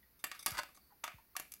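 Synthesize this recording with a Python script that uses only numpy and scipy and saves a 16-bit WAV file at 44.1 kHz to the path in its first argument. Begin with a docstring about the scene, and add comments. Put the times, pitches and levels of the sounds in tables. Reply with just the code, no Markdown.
"""A quiet room, microphone close to the hands: a small metal lighter is fitted into an open metal case.
It knocks on the rim, rattles, scrapes along the wall in tiny stick-slip clicks and settles with light ticks.
Each knock is a short clack plus the ring of the case, damped by the hand. Faint rubs, nudges and two soft
low thumps come with the handling. Behind it all lie a short room tail, rumble and microphone hiss."""
import sys
import numpy as np
from scipy import signal
from scipy.fft import rfft, irfft
from scipy.io import wavfile
from scipy.ndimage import uniform_filter1d

SR = 44100
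rng = np.random.default_rng(int(sys.argv[2]) if len(sys.argv) > 2 else 0)


def generate_wav(sig):
    """Save sig (samples, or channels by samples) to the path in sys.argv[1] as 16-bit PCM at SR."""
    pcm = np.round(np.clip(np.atleast_2d(sig).T, -1, 1) * 32767).astype(np.int16)
    wavfile.write(sys.argv[1], SR, pcm)


N = 70560

# Spectrum of room rumble and microphone hiss: f/Hz, relative level/dB
ROOM_TONE_SPECTRUM = [(20, -12), (35, -10.5), (62, 2.5), (100, -10.5), (200, -8.5), (330, -13),
                      (500, -16.5), (800, -20), (1200, -18.5), (2300, -20.5), (3400, -28.5), (4500, -19.5),
                      (5500, -25), (8000, -33), (12000, -15), (16000, -15.5)]
# Decay of the room tail: f/Hz, t60/s
TAIL_DECAY = [(200, .5), (1200, 0.1961), (2400, 0.2772), (5000, 0.35), (11000, 0.52), (16000, 1)]
# Colour of the room tail: f/Hz, gain/dB
TAIL_COLOUR = [(150, -3), (350, -4), (600, -5), (1200, -10.5), (2400, 0.5), (3500, -6), (7000, -15),
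               (11500, -13.5), (16000, -15)]
# Reflections off nearby surfaces: delay/s, gain/dB
NEAR_REFLECTIONS = [(0.0095, -17), (0.018, -21), (.0265, -17.5), (.0355, -24.5)]
# Stereo width at the microphone: f/Hz, side to mid/dB
STEREO_WIDTH = [(100, -75), (400, -19.5), (1200, -55), (3000, -63.5), (5500, -42), (8500, -9),
                (11000, -17.5), (15000, -49)]
# Soft handling thumps: t/s, level/dB
THUMP_EVENTS = [(0.5182, -46.5), (1.1416, -55)]
# Dull nudges and one faint thin slide under the fingers: t/s, length/s, f/Hz, level/dB
NUDGE_EVENTS = [(0.028, 0.0083, 1900, -67.5), (0.802, .14, 4520, -79), (0.899, 0.048, 1010, -72.5),
                (0.92, 0.014, 806, -64.5), (1.0367, 0.0051, 1220, -47), (1.182, 0.022, 960, -64.5),
                (1.3524, 0.0092, 1184, -49)]
# Light metal-on-metal rubs: t/s, length/s, level/dB
RUB_EVENTS = [(0.19, 0.031, -68.5), (0.391, .016, -51.5), (0.403, 0.021, -59.5), (.426, 0.011, -51.5),
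              (0.746, 0.016, -64.5), (.762, 0.015, -66)]
# Modes that a rub excites: f/Hz, relative level/dB, t60/s
RUBBED_MODES = [(1200, -11.5, 0.022), (2240, -9, .018), (3610, -2.5, 0.01), (4700, -4.5, 0.0082),
                (6180, 0.5, 0.0048), (8520, 2, 0.0048), (10900, 5.5, 0.0031), (12700, -1, .003)]
# Modes of the hand-held case: f/Hz, relative level/dB, t60/s
CASE_MODES = [(753.5, -14, 0.11), (920.5, -12.5, 0.076), (1156, -3.5, 0.065), (1243, -10, 0.11),
              (1270.4, -3, 0.089), (1524, -16, 0.091), (1648, -9, 0.076), (1868, -16.5, .07),
              (2190, -10, 0.068), (3556, -7.5, .05), (4530, -4.5, .07), (4848, -4, 0.054),
              (5820, -14, 0.055), (8263, -11, .06), (10810, -3.5, 0.054)]
# Course of the scrape along the wall: t/s, level/dB
SCRAPE_ENVELOPE = [(.515, -51), (.535, -52.5), (.548, -46), (0.566, -53.5), (0.581, -40.5), (0.592, -32.5),
                   (.598, -44), (.601, -56), (.608, -73)]
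# Colour of the scrape: f/Hz, relative gain/dB
WALL_COLOUR = [(150, -19), (480, -12), (750, -0.5), (1350, -1.5), (2200, -4.5), (3200, -12), (5000, -12.5),
               (12000, -19.5), (14000, -28), (16000, -23)]
# Resonances that the scrape favours: f/Hz
WALL_RESONANCES = [1248, 1510, 1910, 4700]
# Points at which each knock's own colour is set: f/Hz
KNOCK_BANDS = [250, 1100, 2400, 5000, 8000, 12000]
# Knocks: t/s, gain/dB at each of six KNOCK_BANDS, ring offset/dB, clack t60/s, favoured resonances f/Hz
KNOCK_EVENTS = [ (0.2407, -11, -6, -3.5, -13, -10.5, -7.5, -5, 0.032, [1250, 1770, 4720, 7450, 8080, 12600]),
                (.3153, -24.5, -12.5, -10.5, -16, -18, -22, -4, 0.027, [1240, 1840, 4000]),
                (0.3479, -55, -21.5, -21, -25, -33, -26, -4.5, 0.12, [1520]),
                (0.4612, -6, -7, -7.5, -8, -1.5, 0, -2.5, 0.028, [750, 920, 1120, 2150, 4660, 5220, 5770, 10800]),
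                (0.4666, -13.5, -14.5, -2.5, -9, -12, -23, 1, 0.023, [1160, 4660, 15000]),
                (0.4786, -7.5, -12, -15, -15.5, -14.5, -18, -0.5, 0.032, [8260, 9500]),
                (0.506, -30, -20, -20, -16, -20, -14.5, -8, 0.015, [3750, 4600, 11600]),
                (0.5181, -24, -43, -24, -18, -25, -19, -16, 0.017, [6000, 7200]),
                (0.571, -24, -10, -15, -22, -18.5, -35, -2.5, .025, [1900, 4200]),
                (.5800, -16, -14, -9.5, -17, -14, -19, -4, 0.026, [1000, 4320]),
                (.5935, -17, -12.5, -15, -21, -20, -25, -11, 0.0083, [976, 1900]),
                (.6330, -28, -9.5, -16.5, -21, -25, -24, -11.5, .017, [1260, 4700]),
                (.6890, -31, -26, -41, -46, -41.5, -37, -1.5, 0.021, [1250]),
                (0.773, -28, -28.5, -38, -34.5, -34.5, -42, -6, 0.025, [1100]),
                (1.0397, -15.5, -4, -4, -14, -13, -15.5, -12, 0.034, [930, 1240, 3550, 6100, 6650, 12850]),
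                (1.0777, -26.5, -6.5, -9, -20.5, -22.5, -26, -8, 0.021, [670, 1240]),
                (1.1177, -48, -23, -21, -37, -48, -40, -22, 0.027, [1100]),
                (1.3653, -25, -7.5, -5.5, -12, -8.5, -11.5, -19, 0.021, [760, 1700, 4450, 5750, 10750, 12800]),
                (1.3978, -10, -14, -15.5, -20.5, -16.5, -13, -10, 0.022, [1110, 4350, 6300, 7050, 11150, 13400]),
                (1.4512, -40, -34, -28, -55, -45, -46, -10, 0.028, [7300]),
                (1.5195, -55, -32, -25.5, -24, -18.5, -17, -14, .022, [2320, 4920, 6170, 11040]),
                (1.5380, -38, -33, -30, -25, -21, -18.5, -7, 0.02, [2400, 4950, 6660, 12200])]
# Colour common to all knocks: f/Hz, gain/dB
COMMON_KNOCK_COLOUR = [(40, -9.5), (180, -7.5), (330, 2.5), (450, -10), (700, 1), (1250, -1), (2700, -1.5),
                       (4000, -3.5), (4700, -1), (9300, -2), (12800, -1), (14300, -11.5), (15200, -7),
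                       (16000, -7.5)]

THUMP_TOP_HZ, THUMP_END_HZ, THUMP_SAG_S = 195, 47.3, 0.0099
THUMP_RISE_S, THUMP_TAIL_S, THUMP_TAIL_DB = 0.0052, 0.025, -6
CLACK_RISE_S, CRACK_S, CRACK_SHARE = 0.00049, 0.0022, 0.33
RING_DB, FRICTION_T60_S = -28.5, 0.02  # case ring against the clack; clack decay in rubs and scrape


def amp(db):
    """Decibels to gain."""
    return 10 ** (np.asarray(db) / 20)


def read(points, hz):
    """Reads a table on a log-frequency axis."""
    f, value = np.transpose(points)
    return np.interp(np.log(hz + 1), np.log(f + 1), value)


def add(mix, s, sound):
    """Mixes a sound in at s seconds."""
    part = mix[max(round(s * SR), 0):][:len(sound)]
    part += sound[:len(part)]


def decay(t, t60):
    """Envelope that falls 60 dB in t60 seconds."""
    return np.exp(-np.log(1000) * t / t60)


def colour(x, points, size=2048):
    """Minimum-phase filter through points of f/Hz, gain/dB."""
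    log_gain = np.log(amp(read(points, abs(np.fft.fftfreq(size, 1 / SR)))))
    taps = np.fft.ifft(np.exp(np.conj(signal.hilbert(log_gain)))).real
    return signal.fftconvolve(x, taps[:size // 2])[:len(x)]


def room_tone(level_db=-67.5):
    """Steady room rumble and microphone hiss, far below the knocks."""
    gain = amp(read(ROOM_TONE_SPECTRUM, np.fft.rfftfreq(N, 1 / SR)))
    noise = irfft(rfft(rng.standard_normal(N)) * gain, N)
    return amp(level_db) * noise / np.sqrt(np.mean(noise ** 2))


def room_reverb(x, onset_s=0.0067, size=256):
    """A small room: a few near reflections and a diffuse tail, each band dying at its own speed."""
    hz, t, noise = signal.stft(rng.standard_normal(SR // 2), SR, nperseg=size)
    t60 = read(TAIL_DECAY, hz)[:, None]
    equal_energy = np.sqrt(2 * np.log(1000) / (t60 * SR))
    tail = signal.istft(noise * decay(t, t60) * equal_energy, SR, nperseg=size)[1]
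    build_up = np.minimum(np.arange(len(tail)) / SR / onset_s, 1) ** 2
    response = colour(tail * build_up, TAIL_COLOUR)
    for s, db in NEAR_REFLECTIONS:
        add(response, s, amp([db]))
    return signal.fftconvolve(x, response)[:N]


def thumps():
    """Soft low handling bumps whose pitch falls as they die."""
    out, t = np.zeros(N), np.arange(SR // 4) / SR
    hz = THUMP_END_HZ + (THUMP_TOP_HZ - THUMP_END_HZ) * np.exp(-t / THUMP_SAG_S)
    bump = t / THUMP_RISE_S * np.exp(1 - t / THUMP_RISE_S)
    tail = amp(THUMP_TAIL_DB) * t / THUMP_TAIL_S * np.exp(-t / THUMP_TAIL_S)
    thump = (bump + tail) * np.sin(2 * np.pi * np.cumsum(hz) / SR)
    for s, db in THUMP_EVENTS:
        add(out, s, amp(db) * thump)
    return out


def ring(modes, size=6000):
    """Impulse response of decaying modes, each struck with either sign."""
    t = np.arange(size) / SR
    return sum(rng.choice([-1, 1]) * amp(db) * decay(t, t60) * np.cos(2 * np.pi * hz * t)
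               for hz, db, t60 in modes)


def clack(t60, size=6000):
    """A noise burst for dense, quickly damped metal modes behind a sharp crack; flat, unit energy."""
    t = np.arange(size) / SR
    attack = np.minimum(t / CLACK_RISE_S, 1)
    envelope = attack * (decay(t, t60) + CRACK_SHARE * np.exp(-t / CRACK_S))
    spectrum = rfft(rng.standard_normal(size) * envelope)
    local_power = uniform_filter1d(abs(spectrum) ** 2, size=30)
    burst = irfft(spectrum / np.sqrt(local_power + 1e-12), size) * (t < 2 * t60)
    return burst / np.linalg.norm(burst)


def favour(x, resonances, band_gain_db=5.5):
    """Lifts the damped resonances that one point of contact drives best."""
    for hz in resonances:
        width_hz = 36 + 0.019 * hz
        r = np.exp(-np.pi * width_hz / SR)
        feedback = [1, -2 * r * np.cos(2 * np.pi * hz / SR), r * r]
        band = signal.lfilter([(1 - r * r) / 2, 0, (r * r - 1) / 2], feedback, x)
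        x = x + amp(band_gain_db) * band
    return x


def stroke(length_s, body):
    """A short swell of fine friction through a ringing body, with the energy of unit rms over length_s."""
    n = int(length_s * SR)
    swell = np.sin(np.pi * np.linspace(0, 1, n) ** .5)
    friction = signal.fftconvolve(rng.standard_normal(SR)[:n] * swell, body)
    return friction * np.sqrt(n) / np.linalg.norm(friction)


def nudges(t60=0.031, overtone_ratio=1.85, overtone_db=-12):
    """Dull nudges and a thin slide under the fingers: friction through two damped modes."""
    out = np.zeros(N)
    for s, length_s, hz, db in NUDGE_EVENTS:
        body = ring([(hz, 0, t60), (hz * overtone_ratio, overtone_db, t60)])
        add(out, s, amp(db) * stroke(length_s, body))
    return out


def rubs(grit_db=7.5):
    """Metal brushes metal: thin, gritty friction through bright, short modes."""
    out = np.zeros(N)
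    for s, length_s, db in RUB_EVENTS:
        body = ring(RUBBED_MODES) + amp(grit_db) * clack(FRICTION_T60_S)
        add(out, s, amp(db) * stroke(length_s, body))
    return out


def slips(per_s=650, spread_db=7):
    """Stick-slip friction: clicks of uneven size at uneven intervals."""
    out = np.zeros(N)
    jitter, size, sign = rng.uniform(-1, 1, (4000, 3)).T
    at = ((np.arange(len(jitter)) + 1 + jitter / 2) * SR / per_s).astype(int)
    clicks = np.sign(sign) * amp(spread_db * size)
    out[at[at < N]] = clicks[at < N]
    return out


def scrape(ring_offset_db=-8.5):
    """The lighter grinds along the wall of the case, hardest just before it stops."""
    s, db = np.transpose(SCRAPE_ENVELOPE)
    pressure = np.interp(np.arange(N) / SR, s, amp(db), left=0, right=0)
    wall = favour(clack(FRICTION_T60_S), WALL_RESONANCES)
    body = wall + amp(RING_DB + ring_offset_db) * ring(CASE_MODES)
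    grind = colour(signal.fftconvolve(slips() * pressure, body)[:N], WALL_COLOUR)
    return grind / np.linalg.norm(grind) * np.linalg.norm(pressure)


def knocks():
    """Close up, each contact clacks and rings the case, coloured by where and how hard it lands."""
    out, case = np.zeros(N), ring(CASE_MODES)
    for s, *band_db, ring_offset_db, t60, resonances in KNOCK_EVENTS:
        hit = favour(clack(t60), resonances) + amp(RING_DB + ring_offset_db) * case
        add(out, s, colour(hit, list(zip(KNOCK_BANDS, band_db))))
    return colour(out, COMMON_KNOCK_COLOUR)


def scene():
    """Lighter and case at the microphone, the room behind; nearly mono, the high treble leaning left."""
    contacts = knocks() + rubs() + nudges()
    grind = scrape()
    reverb = room_reverb(contacts + amp(-4) * grind)  # the scrape, inside the case, reaches the room less
    mid = contacts + grind + reverb + thumps() + room_tone()
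    side = colour(mid, STEREO_WIDTH)
    return np.array([mid + side, mid - side])


def record(dry):
    """The recorder's band limit: a steep low-pass at 16 kHz."""
    low_pass = signal.firwin(255, 16000, window=("kaiser", 8), fs=SR)
    return signal.oaconvolve(dry, low_pass[None], "same")


dry = scene()
out = record(dry)
generate_wav(out)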